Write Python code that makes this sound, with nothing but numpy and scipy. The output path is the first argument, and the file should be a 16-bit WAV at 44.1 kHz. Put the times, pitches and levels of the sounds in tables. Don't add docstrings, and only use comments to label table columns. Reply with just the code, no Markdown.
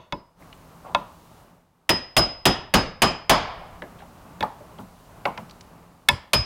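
import sys
import numpy as np
from scipy import signal
from scipy.fft import rfft, irfft
from scipy.io import wavfile
from scipy.ndimage import uniform_filter1d, map_coordinates

SR = 44100
rng = np.random.default_rng(int(sys.argv[2]) if len(sys.argv) > 2 else 0)


def field_ratio(decibels):
    return 10 ** (np.asarray(decibels, dtype=float) / 20)


def generate_wav(sig):
    pcm = np.round(np.clip(np.atleast_2d(sig).T, -1, 1) * 32767).astype(np.int16)
    wavfile.write(sys.argv[1], SR, pcm)


N = 284797


def along(points, hz):
    point_hz, value = np.transpose(points)
    return np.interp(np.log(hz + 1), np.log(point_hz + 1), value)


def curves(rows):
    s, *columns = np.transpose(list(rows))
    return [np.interp(np.arange(N) / SR, s, column) for column in columns]


def noise(spectrum, count):
    white = rfft(rng.standard_normal(count))
    x = irfft(white * field_ratio(along(spectrum, np.fft.rfftfreq(count, 1 / SR))), count)
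    return x / np.std(x)


def band(hz, width):
    low_skirt = [(max(hz - 4 * width, 20), -45), (max(hz - width / 2, 30), -3)]
    high_skirt = [(hz + width / 2, -3), (hz + 4 * width, -45)]
    return low_skirt + [(hz, 0)] + high_skirt


def fade(t, t60, rise):
    return field_ratio(-60 * t / t60) * (1 - np.exp(-t / rise))


def ring(modes, t, scatter_db):
    hz, db, t60 = np.transpose(modes)[:, :, None]
    size = field_ratio(db + scatter_db * rng.standard_normal(hz.shape))
    return (size * field_ratio(-60 * t / t60) * np.sin(2 * np.pi * hz * t)).sum(0)


def add(out, s, x):
    start = round(s * SR)
    x = x[max(-start, 0):]
    out[max(start, 0):][:len(x)] += x


def garage(x, wet_db, rise):
    # hz, t60_s
    room_decay = [(50, 0.99), (200, 0.41), (700, 0.6), (2000, 0.51), (5000, 0.42), (9000, 0.24),
                  (15000, 0.12)]
    hz, t, z = signal.stft(rng.standard_normal(len(x)), SR, nperseg=256)
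    decaying = z * fade(t, along(room_decay, hz)[:, None], rise)
    tail = signal.istft(decaying, SR, nperseg=256)[1][:len(x)]
    size = len(x) + 4096
    power = np.abs(rfft(x, size)) ** 2
    colour = np.sqrt(np.abs(uniform_filter1d(power, size=round(200 * size / SR))))
    wet = irfft(rfft(tail / np.linalg.norm(tail), size) * colour, size)[:len(x)]
    return x + field_ratio(wet_db) * wet * fade(np.arange(len(x)) / SR, 4, .004)


def background():
    # hz, level_db (per Hz)
    hum_spectrum = [(14, -23.5), (38, -5), (168, -7), (201, -11.5), (240, -8.5), (352, -14.5), (525, -14.5),
                    (580, -12), (629, -12), (1120, -14), (1240, -16), (1680, -24), (3000, -31.5),
                    (3900, -67.5), (6600, -120)]
    # hz, level_db (per Hz)
    hiss_spectrum = [(1180, -28.5), (2000, -13), (2800, 1), (3910, 1.5), (5240, -0.5), (15100, -4.5),
                     (16100, -6.5), (16500, -26)]
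    # fall_start_s, fall_end_s, rise_start_s, rise_end_s, depth_db
    ducks = [
        (-0.45, -.5, 0.36, 0.41, 14.5),
        (1.4, 1.67, 3.23, 3.74, 15.5),
        (5.5, 6.5, 6.9, 7.1, 11.5),
    ]
    hum_db, hiss_db = -49, -62.5
    drone_hz, drone_width_hz, drone_db = 173, 13, -7
    volume_db = sum(curves(zip(turns, [0, -depth_db, -depth_db, 0]))[0] for *turns, depth_db in ducks)
    swell = map_coordinates(rng.standard_normal(60), [np.arange(N) * 7 / SR])
    drone = field_ratio(drone_db) * noise(band(drone_hz, drone_width_hz), N)
    hum = field_ratio(hum_db + 1.4 * swell) * (noise(hum_spectrum, N) + drone)
    hiss = field_ratio(hiss_db) * noise(hiss_spectrum, N)
    return field_ratio(volume_db) * (hum + hiss)


def thuds():
    # start_s, level_db
    pushes = [
        (.13, -45.5),
        (.955, -40),
        (4.409, -33),
        (4.787, -35),
        (5.263, -37.5),
        (5.385, -36.5),
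    ]
    thud_hz, width_hz, t60_s, rise_s = 190, 130, .2, .012
    out, t = np.zeros(N + SR), np.arange(16384) / SR
    for s, db in pushes:
        boom = noise(band(thud_hz, width_hz), len(t)) * fade(t, t60_s, rise_s)
        add(out, s, field_ratio(db) * boom * 2)
    return out[:N]


def jolts():
    # hit_s, then a list of delay_s, level_db
    rockings = [
        (6.0866, [(.023, -30), (.044, -22.5)]),
        (6.3346, [(.02, -16.5), (.038, -23), (.053, -17.5), (.072, -23)]),
    ]
    rock_hz, sag_s = 136, 0.132
    out = np.zeros(N + SR)
    for hit, rocks in rockings:
        for delay, db in rocks:
            hz = rock_hz * np.exp(-delay / sag_s)
            turn = np.arange(int(1.6 * SR / hz)) * hz / SR
            swing = np.sin(2 * np.pi * turn) * np.sqrt(np.hanning(len(turn)))
            add(out, hit + delay, field_ratio(db) * swing)
    return out[:N]


def rubs():
    # start_s, length_s, level_db, pitch_hz, width_hz
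    drags = [
        (0.844, 0.11, -40, 890, 398),
        (.86, 0.048, -58.5, 2200, 1800),
        (3.984, 0.053, -56, 3000, 1500),
    ]
    out, t = np.zeros(N + SR), np.arange(32768) / SR
    for s, length, db, hz, width in drags:
        stroke = np.sqrt(np.sin(np.pi * np.clip(t / length, 0, 1) ** .5).clip(0))
        catch = field_ratio(1.5 * map_coordinates(rng.standard_normal(99), [t * 60]))
        add(out, s, field_ratio(db) * stroke * catch * noise(band(hz, width), len(t)))
    return out[:N]


def ticks():
    # start_s, tick_db, shoe_db (against the tick), tick_hz, shoe_hz
    slips = [(.4234, -43, -10, 1660, 830), (.5277, -39, -10, 2900, 820), (1.0135, -55, 18, 1450, 1010),
             (3.8208, -28, 0, 1720, 600), (3.8212, -37, -20, 2900, 580), (3.838, -41, 6, 1650, 580),
             (4.0045, -42, -3, 1560, 650), (4.0194, -45, 9, 1800, 810), (4.4262, -22, 9, 1770, 860),
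             (4.428, -25, -6, 3400, 860), (4.6044, -59, 23, 2400, 590), (4.786, -43, 13, 2900, 850),
             (5.2538, -16, 5, 2200, 830), (5.2545, -25, -5, 3300, 950), (5.256, -19, -5, 1390, 950),
             (5.3762, -26, 0, 2090, 850), (5.3765, -38, -20, 4500, 850), (5.4959, -43, -25, 4300, 900),
             (5.5094, -41, -25, 4730, 670), (5.6092, -39, -25, 5240, 600)]
    tick_cycles = 70
    out, t = np.zeros(N + SR), np.arange(16384) / SR
    for s, db, shoe_db, tick_hz, shoe_hz in slips:
        click = noise(band(tick_hz, .55 * tick_hz), len(t)) * fade(t, .022, .0003)
        tick = click + ring([(tick_hz, -4, tick_cycles / tick_hz)], t, 0)
        shoe = 0.59 * noise(band(shoe_hz, 520), len(t)) + ring([(shoe_hz, 0, .2)], t, 0)
        shoe = shoe * fade(t, 0.13, 0.005)
        add(out, s, field_ratio(db) * garage(tick + field_ratio(shoe_db) * shoe, wet_db=-17, rise=.008))
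    return out[:N]


def hammer_head():
    # pitch_hz, t60_s
    head_modes = [(5062.5, .21), (5049, .5)]
    # start_s, level_db, partner_db (lower mode), loose_grip (0.5-2, scales t60)
    rings = [
        (.124, -37.5, -11.5, 0.89),
        (1.8921, -2, -13, 0.93),
        (2.1666, 3, -14, 0.95),
        (2.4544, 0.5, -15.5, 0.76),
        (2.7391, -6.5, -17, 1.06),
        (3.0195, -5.5, -15.5, 1.02),
        (3.2951, -4.5, -20, 0.81),
        (6.0872, -18.5, -13.5, 0.53),
        (6.3334, -10, -32, 1.4),
    ]
    out, t = np.zeros(N + SR), np.arange(SR) / SR
    (upper_hz, upper_t60), (lower_hz, lower_t60) = head_modes
    for s, db, partner_db, loose in rings:
        pair = ring([(upper_hz, 0, loose * upper_t60), (lower_hz, partner_db, loose * lower_t60)], t, 0)
        add(out, s, field_ratio(db) * pair * (1 - np.exp(-t / .011)) ** 2)
    return out[:N]


def contacts(events, length, lever_db, modes_db, wet_db, boom_db):
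    # pitch_hz, level_db, t60_s
    shoe_modes = [(580, -5, .12), (860, -5, .1), (960, 0, .1), (1025, 0, .1), (1400, -8, .06),
                  (982, -18, .3)]
    # pitch_hz, level_db, t60_s
    lever_modes = [(1750, -7, .05), (2200, -3, .04), (2580, -3, .05), (3450, -1, .035), (3730, -2, .025)]
    # hz, level_db (per Hz)
    bench_spectrum = [(18, -24.5), (45, -1.5), (100, -9.5), (200, -3), (350, -7), (600, -15.5), (1200, -72)]
    # hz, level_db (per Hz)
    crack_spectrum = [(200, -50), (600, -30), (1500, -1), (3000, 5), (4500, -4), (7000, -12.5),
                      (10000, -60.5), (14000, -88.5)]
    # hz, level_db (per Hz)
    treble_spectrum = [(2000, -32.5), (4500, 0.5), (6000, -2.5), (9000, -1.5), (14000, -5.5),
                       (17000, -29.5)]
    # hz, level_db (per Hz)
    boom_spectrum = [(15, -29.5), (35, -15), (60, -0.5), (95, 0), (130, -3.5), (200, -23), (300, -51)]
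    # hz, level_db (per Hz)
    clank_spectrum = [(250, -24), (550, 4), (1200, 1), (2000, -11.5), (4000, -53.5)]
    out, t = np.zeros(N + SR), np.arange(32768) / SR
    for s, db, bench_db, shoe_db, treble_db in events:
        crack = noise(crack_spectrum, len(t)) * fade(t, length, 0.00036)
        lever = field_ratio(lever_db) * ring(lever_modes, t, 1.5)
        treble = noise(treble_spectrum, len(t)) * fade(t, 0.71 * length, 0.00007)
        clank = noise(clank_spectrum, len(t)) * fade(t, 2.2 * length, .001)
        shoe = clank + field_ratio(modes_db) * ring(shoe_modes, t, 2.5) * (1 - np.exp(-t / .002))
        bench = noise(bench_spectrum, len(t)) * fade(t, 0.21, 0.0056)
        boom = 9 * noise(boom_spectrum, len(t)) * fade(t, 0.31, 0.069) ** 2
        steel = crack + .45 * lever + field_ratio(treble_db) * treble
        struck = steel + field_ratio(shoe_db) * shoe + field_ratio(bench_db) * bench
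        roomy = garage(struck, wet_db, rise=0.14 * length)
        add(out, s, field_ratio(db) * (roomy + 1.3 * lever + field_ratio(boom_db) * boom))
    return out[:N]


def firm_taps():
    # start_s, crack_db, bench_db, shoe_db, treble_db (the last three against the crack)
    taps = [
        (-.05, -19.5, -19.5, -3, -33),
        (.1239, -26, -4.5, 4.5, -30),
        (.948, -18, -13.5, 6, -18),
        (4.4075, -25.5, -10, -2, -13),
        (6.0872, -2.5, -23, -8.5, -7),
    ]
    return contacts(taps, length=0.016, wet_db=-17, boom_db=-24.5, lever_db=-5.5, modes_db=-3)


def hard_blows():
    # start_s, crack_db, bench_db, shoe_db (the last two against the crack)
    blows = [
        (1.8921, -4, -7, -6),
        (2.1663, -2, -6.5, -1),
        (2.4543, 1, -6, -4),
        (2.7389, 1.5, -6, -2.5),
        (3.0196, 2, -8.5, -4),
        (3.2952, 4.5, -10.5, -1.5),
        (6.3331, -9.5, -13, -8.5),
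    ]
    treble_base_db, treble_lag = -9, 0.34
    struck = [(s, db, bench_db, shoe_db, treble_base_db - treble_lag * db)
              for s, db, bench_db, shoe_db in blows]
    return contacts(struck, length=0.068, wet_db=-14.0, boom_db=-21.5, lever_db=-14, modes_db=-14)


def scene():
    # time_s, gain_db
    recovery = [(3.38, -5), (3.55, 3), (3.75, 17)]
    recovery_db = curves(recovery)[0] * (np.arange(N) < 4 * SR)
    hammering = (hard_blows() + hammer_head()) * field_ratio(recovery_db)
    handling = firm_taps() + ticks() + thuds() + jolts() + rubs()
    return np.tile(hammering + handling + background(), (2, 1))


def low_pass(x):
    return signal.sosfilt(signal.butter(12, 16800, fs=SR, output="sos"), x)


def record(dry):
    # time_s, level_db
    ceiling = [(1.5, -4.5), (1.8, -10.6), (3.5, -10.6), (3.8, -4.5), (6.2, -4.5), (6.3, -8.8)]
    # hz, level_db
    apart = [(30, -27), (500, -42), (3000, -31), (6000, -29), (9000, -20), (14000, -17)]
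    top = field_ratio(curves(ceiling)[0])
    flat = dry / (1 + np.abs(dry / top) ** 16) ** (1 / 16)
    coupling_capacitor = signal.butter(1, 10, "high", fs=SR, output="sos")
    blocked = signal.sosfilt(coupling_capacitor, flat[0])
    band_limit = signal.cheby2(12, 60, 17100, fs=SR, output="sos")
    mid = signal.sosfilt(band_limit, blocked)
    hz, _, z = signal.stft(mid, SR, nperseg=256)
    random_phase = np.exp(2j * np.pi * rng.random(z.shape))
    smeared = z * field_ratio(along(apart, hz))[:, None] * random_phase
    smear = signal.istft(smeared, SR, nperseg=256)[1][:N]
    return low_pass(np.array([mid + smear, mid - smear]))


dry = scene()
out = record(dry)
generate_wav(out)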